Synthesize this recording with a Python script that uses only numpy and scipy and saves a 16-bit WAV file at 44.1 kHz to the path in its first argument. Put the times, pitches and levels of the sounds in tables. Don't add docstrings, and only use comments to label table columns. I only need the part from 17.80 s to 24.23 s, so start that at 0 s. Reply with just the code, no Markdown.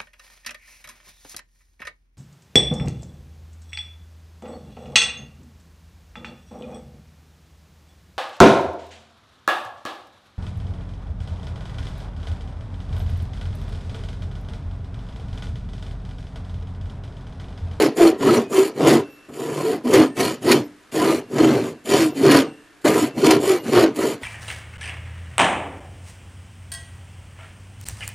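import sys
import numpy as np
from scipy import signal
from scipy.fft import rfft, irfft, next_fast_len
from scipy.io import wavfile
from scipy.ndimage import uniform_filter1d

SR = 44100
rng = np.random.default_rng(int(sys.argv[2]) if len(sys.argv) > 2 else 0)


def boost(x):
    u = np.asarray(x, float) / 20
    return 10 ** u


def store_wav(level_fs):
    pcm = np.round(np.clip(np.atleast_2d(level_fs), -1, 1) * 32767)
    wavfile.write(sys.argv[1], SR, pcm.T.astype(np.int16))


N = 283563

# (blade starts [s], full pressure [s], eases [s], board level [dB], change while held [dB])
STROKES = [(-.08, 0, 0.066, -12.5, -2), (0.148, 0.221, 0.28, -7, -1.5), (0.368, 0.488, .59, -11.5, -3),
           (0.686, 0.783, 0.9, -8.5, -21), (0.934, 1.077, 1.17, -9.5, -3), (1.492, 1.608, 1.944, -29, 5.5),
           (2.081, 2.143, 2.213, -10.5, 2.5), (2.345, 2.408, 2.52, -18.5, -10),
           (2.606, 2.707, 2.762, -12, -4.5), (3.119, 3.161, 3.355, -20.5, 2),
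           (3.478, 3.646, 3.895, -11, -18), (4.037, 4.12, 4.24, -18.5, -0.5),
           (4.392, 4.462, 4.597, -10.5, -0.5), (5.04, 5.053, 5.25, -13.5, -9),
           (5.331, 5.461, 5.563, -12, 0.5), (5.582, 5.642, 5.75, -22.5, 0), (5.807, 5.979, 6.025, -11, 0),
           (6.138, 6.195, 6.333, -20.5, -8)]
SHOVES = [(1.48, 1.493, 1.5, -34, -5), (1.745, 1.874, 1.936, -21, -3), (2.029, 2.053, 2.22, -21, 6.5),
          (4.177, 4.223, 4.33, -15.5, -17), (4.337, 4.372, 4.453, -24, 9.5), (5.175, 5.227, 5.157, -7.5, 4),
          (6.398, 6.449, 7.2, -35.5, -1), (4.108, 4.145, 4.152, -11, 0.5), (5.638, 5.72, 5.706, -9, 0),
          (6.112, 6.122, 6, -41.5, -4), (6.028, 6.04, 6.06, -8.5, -3.5)]
# (vise thud [dB], tearing [dB], blade rasp [dB], hiss [dB])
BITES = [(-16.5, -12, -14.5, -18), (-22, -14, -19, -19), (-11.5, -11, -17.5, -20), (-31, -13, -18, -17),
         (-14.5, -12, -18, -23), (-10, -9.5, -13.5, -11.5), (-13.5, -11, -16.5, -19), (-6.5, -5, -7, -8.5),
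         (-8, -7.5, -11.5, -14), (-9.5, -8.5, -12, -11.5), (-9.5, -11.5, -18.5, -22.5),
         (-8.5, -5.5, -8, -9), (-12.5, -9, -14.5, -18.5), (-8.5, -6, -14, -13.5),
         (-11, -13.5, -16.5, -19.5), (-16, -5.5, -8.5, -6.5), (-15, -9.5, -14.5, -18),
         (-10, -6.5, -11, -10.5), (-1, -11, -34, -16), (-31, -18, -21, -17), (-20, -19, -22.5, -22.5),
         (-22, -20, -24, -17), (-10.5, -15.5, -14, -14.5), (-18, -31, -4.5, -6.5), (2, 5, -3, -7),
         (-27, -17, -10.5, -28), (-38, -32, -17, -18), (-9, -11, -5, -1), (-15.5, -12, -20, -48)]
# (power of the rise [-], share of the change while held [-],
# release [dB/s], echo of the shop [dB], fall of the echo [dB/s])
LAYER_LAWS = [
    (1.82, 1.05, 279, -28.5, 114),
    (1.04, 0.7, 187, -43, 110),
    (1.9, 1, 241, -36, 150),
    (1.58, 0.72, 235, -29, 150),
    (1.18, 0.55, 198, -36, 150),
]
IDLE_DB = [-65, -73, -62.5, -70, -65]
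LEAD_S = [0.0042, 0, 0.0073, 0.012, 0.021]
STOPS = [.074, .305, .628, .886, 1.208, 1.51, 1.968, 2.272, 2.547, 2.808, 3.398, 3.922, 4.285, 4.62, 5.28,
         5.568, 5.778, 6.048, 6.145, 6.35, 6.6]
STOP_DB_PER_S = [1, 1, 25, 98, 640]
# (time [s], level [dB], length [ms])
JOLTS = [(0.195, -2.5, 4.9), (0.518, 3, 3), (0.556, -5, 13.0), (0.761, -6.5, 9.0), (0.811, 3.5, 10),
         (1.044, 2.5, 3.4), (1.057, -4, 4.0), (1.103, -6, 3.3), (1.157, 1, 3), (1.269, -9.0, 9.0),
         (1.529, -3, 11), (1.752, -12, 6.0), (1.776, 3.5, 4.9), (1.821, -11, 4.4), (2.126, -9, 4.0),
         (2.171, -3.0, 4.7), (2.227, -2, 6.5), (2.433, -7, 4.3), (2.676, 2, 11), (2.708, -1, 3.2),
         (2.761, 5, 9.0), (2.819, 2.5, 16), (3.241, 2.5, 17), (3.295, 4.5, 9.8), (3.369, -3.5, 12),
         (3.572, -5, 5.5), (3.609, 6, 5.3), (3.725, 1, 21), (3.778, 3, 11), (4.169, -6, 10),
         (4.273, 7.5, 8.4), (4.459, 4, 4.6), (4.524, -1, 4.0), (4.615, -3, 26), (5.052, 3.0, 4.0),
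         (5.075, -5, 8.5), (5.137, -6, 6.9), (5.162, 4.0, 6.3), (5.212, -5, 6.0), (5.237, 7.5, 7.1),
         (5.255, 0, 4.0), (5.38, 8, 5.2), (5.413, -9, 8.4), (5.435, 4.5, 4.4), (5.554, -6.5, 9.0),
         (5.636, 3, 7.6), (5.771, 2.5, 16), (5.912, -13, 7.5), (5.953, -3, 3.31), (5.977, 2, 5.1),
         (6.016, -10, 3.6), (6.065, -5.5, 6.0), (6.126, -7, 18.0), (6.219, -11, 5.1), (6.262, 5, 25)]
# (time [s], level [dB], length [ms])
RIPS = [(0.063, 1, 7.7), (0.185, 3, 11), (0.253, -3, 14), (0.304, -4, 8.3), (0.434, 9.5, 4.2),
        (0.787, -3.5, 13.0), (1.06, 2.5, 7.8), (1.076, -3, 4.4), (1.101, 0, 18.0), (2.037, -3, 9),
        (2.153, 3.5, 18), (2.24, 6, 12), (2.299, -5, 18.0), (2.353, -10, 18.0), (2.654, -7, 9.5),
        (2.739, -3.5, 15), (2.802, -5.5, 16), (3.165, -4, 10.8), (3.208, 1, 12), (3.25, 5.5, 23),
        (3.305, 4, 13.0), (3.357, -6, 16), (3.594, 4, 6.9), (3.626, -4, 4.6), (3.64, 0, 3.4),
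        (3.661, -8, 9.4), (3.712, 2, 2.8), (4.108, -3.5, 16.05), (4.444, -5, 23), (4.505, 4, 3.6),
        (4.548, 5, 4.4), (4.574, -3, 6.0), (5.055, -1, 4.0), (5.085, 2.5, 4.0), (5.139, -4.0, 17),
        (5.226, -3.5, 12), (5.41, -5, 18), (5.449, 8, 6.0), (5.482, -4.5, 3.6), (5.513, 7, 18),
        (5.618, -3, 36), (5.907, -10.5, 11.5), (5.972, 3, 7.2), (6.055, -1.5, 11), (6.101, -5, 7.01),
        (6.19, -6.5, 17)]
# (frequency [Hz], width [Hz], level [dB])
BOARD = [(286.5, 6.3, -13), (320, 26, -2), (385, 26, 0), (427.2, 15, -4.5), (439.6, 4.3, -19)]
# (from [s], to [s], from [Hz], to [Hz], level against the rumble [dB])
LOCKS = [(0, 0.05, 316, 320, 5), (0.182, 0.243, 401, 394, -0.5), (0.197, 0.324, 337.7, 323.6, 10.5),
         (0.425, 0.5, 386, 385, 0.5), (0.735, 0.849, 372, 391, 13), (1.051, 1.223, 332.2, 342, 1),
         (1.844, 1.927, 432, 454, 14.5), (1.817, 1.948, 348, 397.5, 6), (2.11, 2.19, 385, 378, 7.5),
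         (2.172, 2.29, 317.3, 312.4, 9), (2.201, 2.365, 256.2, 287.4, 8), (2.655, 2.778, 372.5, 320, 5),
         (3.215, 3.371, 315.7, 340, -0.5), (3.581, 3.724, 320, 320, 4.5), (4.107, 4.161, 385, 403, 5),
         (4.182, 4.316, 340, 295, 18), (4.351, 4.428, 285, 265.4, 10), (4.43, 4.505, 394.5, 385, 6.5),
         (4.485, 4.63, 284.6, 272, 5.5), (5.207, 5.26, 308, 296, 16.5), (5.424, 5.455, 374, 390, 6),
         (5.439, 5.595, 329, 300, 1), (5.669, 5.778, 397.5, 349.5, 15.5), (5.918, 6.005, 371, 354.4, 3.5),
         (0.399, 0.484, 277, 275, 2), (0.501, 0.544, 320, 376, 10), (3.612, 3.717, 392.6, 387, -2),
         (3.659, 3.736, 253, 244, 0.5), (3.787, 3.89, 301, 296, 3), (5.679, 5.787, 790, 778, -4.5),
         (5.69, 5.79, 1290, 1280, -12), (5.65, 5.793, 1956, 1966, -10), (5.74, 5.79, 2320, 2270, -9),
         (5.437, 5.468, 4270, 4280, -11), (.268, 0.292, 4390, 4280, -10.5), (4.5, 4.558, 1246, 1220, -26),
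         (4.555, 4.589, 993, 987, -1.5)]
# (from [s], to [s], from [Hz], level [dB])
HUMS = [(.193, 0.243, 688, -2), (.243, 0.344, 790, -5.5), (.472, 0.678, 236.7, -2.5),
        (1.0, 1.26, 151.3, -9.5), (1.1, 1.252, 239, -1.5), (1.5, 1.993, 152, -9), (2.034, 2.106, 254, 8),
        (2.68, 2.756, 244, -2), (3.5, 3.804, 147, -14), (4.44, 4.624, 146.2, -6), (5.361, 5.4, 248, 0),
        (5.85, 5.912, 238, 7.5), (5.934, 6.05, 119.3, -11), (6.008, 6.124, 336, 7)]
# (from [s], to [s], frequency [Hz], level
# against the rumble [dB])
SINGS = [(2.175, 2.26, 2600, -21), (2.13, 2.19, 3400, -24), (2.74, 2.785, 3095, -15),
         (2.9, 2.74, 5750, -10), (2.72, 2.745, 5150, -20), (3.58, 3.7, 3095, -22),
         (3.58, 3.64, 4280, -21.5), (.567, 0.584, 5750, -13), (.01, .07, 5300, -20),
         (3.19, 3.24, 1000, -4.5), (1.77, 1.84, 1030, -11), (1.87, 1.99, 720, -10), (1.6, 1.74, 455, -1.5),
         (.488, .505, 1300, -4), (5.45, 5.47, 3400, -16)]
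# (frequency [Hz], width [Hz], level [dB])
THUD = [(127.7, 22, -6.5), (145.6, 36, -1.5), (193, 24, -4), (241, 30, 5.5)]
# (frequency [Hz], level [dB per Hz])
TEAR = [(280, -25.5), (480, -4), (747, -2.5), (829, -17.5), (982, -3.5), (1130, -9), (1250, -8.5),
        (2800, -22.5), (3640, -24.5), (6160, -120)]
# (frequency [Hz], width [Hz], level [dB])
GRAIN = [(523, 430, -10), (655, 19, -6), (790, 53, -17), (978, 77, -4.5), (1236, 27, -2), (1570, 32, -19),
         (2000, 77, -11)]
# (frequency [Hz], level [dB per Hz])
RASP = [(1060, -26), (1800, 0.5), (3010, -2), (3800, -7), (4380, -3), (6130, -10.5), (6940, -5.5),
        (8670, -11), (10000, -8.5), (15000, -18)]
# (frequency [Hz], width [Hz], level [dB])
BLADE = [(2327, 70, 5.5), (2760, 35, 2), (3057, 66, 9), (3530, 55, 1.5), (4240, 78, 2.5), (4560, 44, 0.5),
         (4940, 17, 2.5), (5720, 30, 2), (5920, 36, 3.5), (6650, 35, 2.5), (7050, 330, 1), (7420, 37, -3),
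         (8140, 160, -7), (9690, 150, 3), (11500, 22, -14), (12450, 110, -14)]
# (time [s], peak level [dB], length [ms])
SNAGS = [(0.019, -1.5, 4.5), (0.168, -21, 14), (0.274, -14, 8.6), (0.427, -20, 3.9), (0.537, -10, 9.2),
         (1.069, -5.5, 30), (1.1294, -5, 5.1), (1.537, -28, 5.8), (2.072, -19, 11), (2.134, -2.5, 16),
         (2.1794, -24, 3.5), (2.395, -13, 8.3), (2.713, 5.5, 8.6), (3.1158, -20.5, 10), (3.582, -29, 9.1),
         (5.012, -41, 18), (4.0558, -21, 5.4), (4.118, -23, 6.1), (4.5075, -7, 39), (4.567, -4, 7.51),
         (5.077, -8, 8.8), (5.3777, -24, 8.8), (5.4418, -10, 10), (5.4616, -2.5, 9.8), (5.5064, 4.5, 6.6),
         (5.931, -15, 6.3), (6.022, -8, 12.4), (6.159, -15, 5.2)]
# (time [s], peak level [dB])
TICKS = [(0.409, -12), (0.471, -10), (0.728, -11), (1.006, -15), (1.554, -37), (2.07, -12), (2.367, -16),
         (2.648, -22), (3.196, -22), (3.583, -5.5), (3.636, -12), (3.69, -13), (4.118, -15), (4.478, -14),
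         (5.168, -12), (5.377, -20), (5.929, -18), (5.975, -9), (6.229, -18)]
# (time [s], frequency [Hz], level [dB], decay by 60 dB [s])
RINGS = [(0.321, 1900, -47, 0.68), (.32, 2700, -57, .6), (0.635, 2500, -47, 0.5), (1.21, 2680, -49.5, 1.9),
         (.055, 10700, -49, 0.23), (3.93, 2700, -59, .8), (1.219, 291, -35, 0.56), (1.24, 5600, -67, 2.4),
         (2.24, 8560, -52, 0.96), (2.29, 1790, -46.5, 0.65), (2.28, 2690, -57, .8), (2.55, 2700, -55, 0.4),
         (2.802, 294, -26, 0.42), (2.81, 5250, -55, .4), (2.83, 8540, -69, 1.2), (3.401, 2750, -56, 0.87),
         (3.92, 8500, -72, 0.82), (4.281, 2700, -45, 0.5), (4.63, 8450, -56.5, 0.88),
         (4.67, 2700, -51, 0.69), (4.68, 2730, -52, .6), (4.66, 441, -44, 0.56), (4.66, 765, -49, 0.41),
         (5.78, 2840, -47, .5), (4.2, 258, -27, 0.28), (4.66, 288.3, -34, 0.5), (4.72, 1790, -60.5, 2.6),
         (4.6, 2840, -46, 0.63), (5.25, 2680, -45, 0.76)]
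# (time [s], length [s], from [Hz], to [Hz], level [dB])
SQUEAKS = [
    (1.24, 0.19, 10700, 11000, -65),
    (1.22, .2, 13300, 13100, -72),
    (1.28, .13, 12200, 11700, -70),
    (2.822, 0.07, 13700, 10600, -63),
    (2.85, .04, 13200, 12000, -69),
    (4.29, 0.066, 13700, 13200, -60),
    (5.767, 0.079, 12750, 11250, -52),
    (5.799, .06, 13800, 13100, -66),
]
# (frequency [Hz], level [dB per Hz])
SHOP = [(15, -59), (25, -11), (139, -13), (257, -12), (293, -1.5), (588, -19.5), (1760, -10.5),
        (1910, -14.5), (5570, -25.5), (12100, -33), (13000, -50), (15000, -75)]
# (frequency [Hz], side minus mid [dB])
WIDTH = [(30, -9), (60, -17), (150, -43), (370, -35.5), (690, -26), (1270, -27), (2340, -21), (4300, -16.5),
         (7920, -17.5), (12000, -17.5), (15000, -13)]
# (frequency [Hz], side minus mid [dB])
SHOP_WIDTH = [(30, -8), (200, -5), (300, -14), (700, 0), (1500, -14), (6000, -10), (15000, -18)]

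HUM_SAG = 0.053
SOFT_HZ = 925
HISS_HZ = 6420
JOLT_SHARE, RIP_SHARE = 0.33, 0.33
TICK_RISE_S, TICK_FALL_S = 0.0014, 0.0049
ARCH_HZ_PER_S2 = 17000
SHOP_DB = -54.5
THROB_HZ = 46.875


def unit(x):
    return x / np.sqrt(np.mean(x ** 2))


def colour(x, shape):
    hz, db = np.transpose(shape)
    size = next_fast_len(N)
    grid = np.log(np.arange(size // 2 + 1) * SR / size + 1)
    return irfft(rfft(x, size) * boost(np.interp(grid, np.log(hz), db)), size)[..., :N]


def walk(rate):
    hold = int(SR / rate)
    steps = np.repeat(rng.standard_normal(N // 20), hold)[:N]
    return uniform_filter1d(steps, hold // 2 + 1)


def even(x, span_s):
    return x / np.sqrt(uniform_filter1d(x ** 2, int(span_s * SR)) + 1e-9)


def modes(x, table, patchy_db):
    out = np.zeros(N)
    for hz, width, db in table:
        drive = x * boost(db + patchy_db * np.tanh(walk(16)))
        out += signal.lfilter(*signal.iirpeak(hz, hz / width, SR), drive)
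    return out


def grit(rate, spread_db):
    snaps = (rng.random(N) < rate / SR) * rng.standard_normal(N)
    hardness = np.minimum(rng.exponential(1, N), 3.5)
    return unit(snaps * boost(spread_db * hardness))


def chatter(t):
    soft = signal.butter(3, SOFT_HZ, fs=SR, output="sos")
    out = unit(signal.sosfilt(soft, modes(grit(1500, 1.38), BOARD, patchy_db=5.5)))
    waver = 1 + 0.016 * walk(80)
    swell = boost(2.4 * walk(60))
    hums = [(s0, s1, hz, hz * (1 - HUM_SAG), db) for s0, s1, hz, db in HUMS]
    sings = [(s0, s1, hz, hz, db) for s0, s1, hz, db in SINGS]
    for s0, s1, hz0, hz1, db in LOCKS + hums + sings:
        on = slice(int(s0 * SR), int(s1 * SR))
        u = (t[on] - s0) / (s1 - s0)
        phase = 2 * np.pi * np.cumsum((hz0 + (hz1 - hz0) * u) * waver[on]) / SR
        grip = np.tanh(6 * np.sin(np.pi * u) ** 2)
        out[on] += boost(db - 1.5) * grip * swell[on] * np.sin(phase)
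    return even(out, 0.0326)


def vise_thud():
    band = signal.butter(3, [90, SOFT_HZ], "band", fs=SR, output="sos")
    return even(signal.sosfilt(band, modes(grit(900, 0.93), THUD, patchy_db=1.5)), 0.136)


def sheet(x, t60):
    size = next_fast_len(N + SR // 4)
    lag = np.arange(int(t60 * SR)) / SR
    tails = rfft(rng.standard_normal((4, len(lag))) * boost(-60 * lag / t60), size)
    tails /= np.sqrt(np.mean(np.abs(tails) ** 2, axis=0))
    turns = np.array([x * walk(12) for _ in tails])
    return unit(irfft(np.sum(rfft(turns, size) * tails, axis=0), size)[:N])


def mottle(x, depth_db, wide_hz, long_s):
    spec = signal.stft(x, nperseg=512)[2]
    tall = int(wide_hz * 512 / SR) + 1
    wide = int(long_s * SR / 256) + 1
    field = uniform_filter1d(rng.standard_normal(spec.shape), tall, axis=0)
    field = uniform_filter1d(field, wide, axis=1)
    patchy = spec * boost(depth_db * field / field.std())
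    return unit(signal.istft(patchy, nperseg=512)[1][:N])


def rasp(board, table, shape, modes_db, sheet_db, gate, flicker_db):
    push = (grit(6000, 2.7) + 1.53 * rng.standard_normal(N)) * (1 + gate * board)
    broad = unit(colour(push, shape))
    plate = boost(sheet_db) * sheet(broad, t60=.09)
    resonant = boost(modes_db) * unit(modes(push, table, patchy_db=3.5))
    sound = even(broad + plate + resonant, 0.047)
    return mottle(sound, depth_db=1.14, wide_hz=450, long_s=.022) * boost(flicker_db * walk(45))


def fibres_and_blade(board):
    tear = rasp(board, GRAIN, TEAR, modes_db=-7.5, sheet_db=1.4, gate=0.25, flicker_db=0.13)
    steel = rasp(board, BLADE, RASP, modes_db=-6.5, sheet_db=-0.16, gate=0.11, flicker_db=0.71)
    hiss = colour(steel, [(HISS_HZ / 1.15, -60), (HISS_HZ, -6), (HISS_HZ * 1.15, 0)])
    steel = steel - hiss
    hiss = hiss * boost(0.54 * walk(40))
    teeth = unit(boost(2.2 * np.tanh(walk(700) * 2)))
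    return tear * teeth, steel * teeth, hiss * teeth


def pressure(t):
    power = boost(2 * np.array(IDLE_DB))[:, None] + 0 * t
    for (start, full, ease, db, held_db), bite in zip(STROKES + SHOVES, BITES):
        on = slice(max(int(start * SR), 0), int((ease + .5) * SR))
        rise = np.clip((t[on] - start) / (full - start), 0, 1)
        held = held_db * np.clip((t[on] - full) / (ease - full), 0, 1)
        stop = min(s for s in STOPS if s > full)
        still = np.clip(t[on] - stop, 0, 9)
        for k, (curve, share, release, echo_db, fall) in enumerate(LAYER_LAWS):
            late = np.clip(t[on] - ease + LEAD_S[k], 0, 9)
            gain = boost(db + (0, *bite)[k] + share * held) * rise ** curve
            direct = boost(-release * late - STOP_DB_PER_S[k] * still)
            echo = boost(echo_db - fall * late)
            power[k, on] += (gain * (direct + echo)) ** 2
    return np.sqrt(power)


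def bumps(t, table):
    return sum(db * np.exp(-.5 * ((t - s) * 1000 / ms) ** 2) for s, db, ms in table)


def cutting_force(t):
    jolt, rip = bumps(t, JOLTS), bumps(t, RIPS)
    swing = [jolt, JOLT_SHARE * jolt, rip, RIP_SHARE * rip, RIP_SHARE * rip / 2]
    return pressure(t) * boost(np.array(swing))


def snags(t):
    out = np.zeros(N)
    for s, db, ms in SNAGS:
        on = slice(int(s * SR), int(s * SR) + SR // 8)
        age = t[on] - s
        out[on] += boost(db + 4) * np.exp(-age * 1000 / ms) * np.clip(age / 0.0066, 0, 1)
    return out


def ticks(t):
    out = np.zeros(N)
    for s, db in TICKS:
        age = np.clip(t - s, 0, 1)
        out += boost(db - 15.5) * np.clip(age / TICK_RISE_S, 0, 1) * np.exp(-age / TICK_FALL_S)
    return out


def rings(t):
    out = np.zeros(N)
    for s, hz, db, t60 in RINGS:
        on = slice(int(s * SR), int((s + .4) * SR))
        age = t[on] - s
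        fade = np.clip(age / 0.013, 0, 1) * boost(-60 * age / t60)
        fade = fade * np.clip((.33 - age) / 0.081, 0, 1)
        beating = boost(db + 2.5 * np.tanh(walk(40)[on]))
        out[on] += beating * fade * np.sin(2 * np.pi * hz * age)
    return out


def squeaks(t):
    out = np.zeros(N)
    for s, length, hz0, hz1, db in SQUEAKS:
        u = np.clip((t - s) / length, 0, 1)
        arch = ARCH_HZ_PER_S2 * length ** 2 * np.sin(np.pi * u)
        hz = hz0 + (hz1 - hz0) * u + arch + 110 * walk(600)
        out += boost(db + 4.3 * walk(50)) * np.sin(np.pi * u) * np.sin(2 * np.pi * np.cumsum(hz) / SR)
    return out


def reflections(mid):
    lag = np.arange(int(.04 * SR))
    scatter = rfft(rng.standard_normal(len(lag)) * np.exp(-lag / (0.0026 * SR)))
    flat = irfft(scatter / np.abs(scatter))
    return colour(signal.fftconvolve(mid, flat)[:N], WIDTH)


def workshop():
    mid = boost(SHOP_DB) * unit(colour(rng.standard_normal(N), SHOP)) * boost(0.4 * walk(12))
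    air = unit(colour(rng.standard_normal(N), SHOP))
    return mid, boost(SHOP_DB) * colour(air, SHOP_WIDTH)


def scene():
    t = np.arange(N) / SR
    board = chatter(t)
    thud = vise_thud()
    tear, steel, hiss = fibres_and_blade(board)
    saw = np.sum(cutting_force(t) * [board, thud, tear, steel, hiss], axis=0)
    saw = signal.sosfilt(signal.butter(3, 70, "high", fs=SR, output="sos"), saw)
    snagged = snags(t) * (boost(-18) * steel + boost(-18) * hiss + boost(-25.5) * tear)
    ticked = ticks(t) * (boost(4) * board + tear + boost(-9.5) * steel)
    shop_mid, shop_side = workshop()
    mid = saw + snagged + ticked + rings(t) + squeaks(t) + shop_mid
    side = reflections(mid) + shop_side
    return np.array([mid + side + .006 * mid, mid - side])


def roll_off(x):
    return signal.sosfilt(signal.butter(12, 15190, fs=SR, output="sos"), x)


def record(dry):
    treble = signal.sosfilt(signal.butter(2, 1500, "high", fs=SR, output="sos"), dry)
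    throb = 0.1 * np.sin(2 * np.pi * THROB_HZ * np.arange(N) / SR + 1.0)
    rounded = 1.01 * np.tanh((dry + throb * treble) / .96)
    mix = signal.sosfilt(signal.ellip(12, .2, 80, 14900, fs=SR, output="sos"), rounded)
    return roll_off(mix)


dry = scene()
out = record(dry)
store_wav(out)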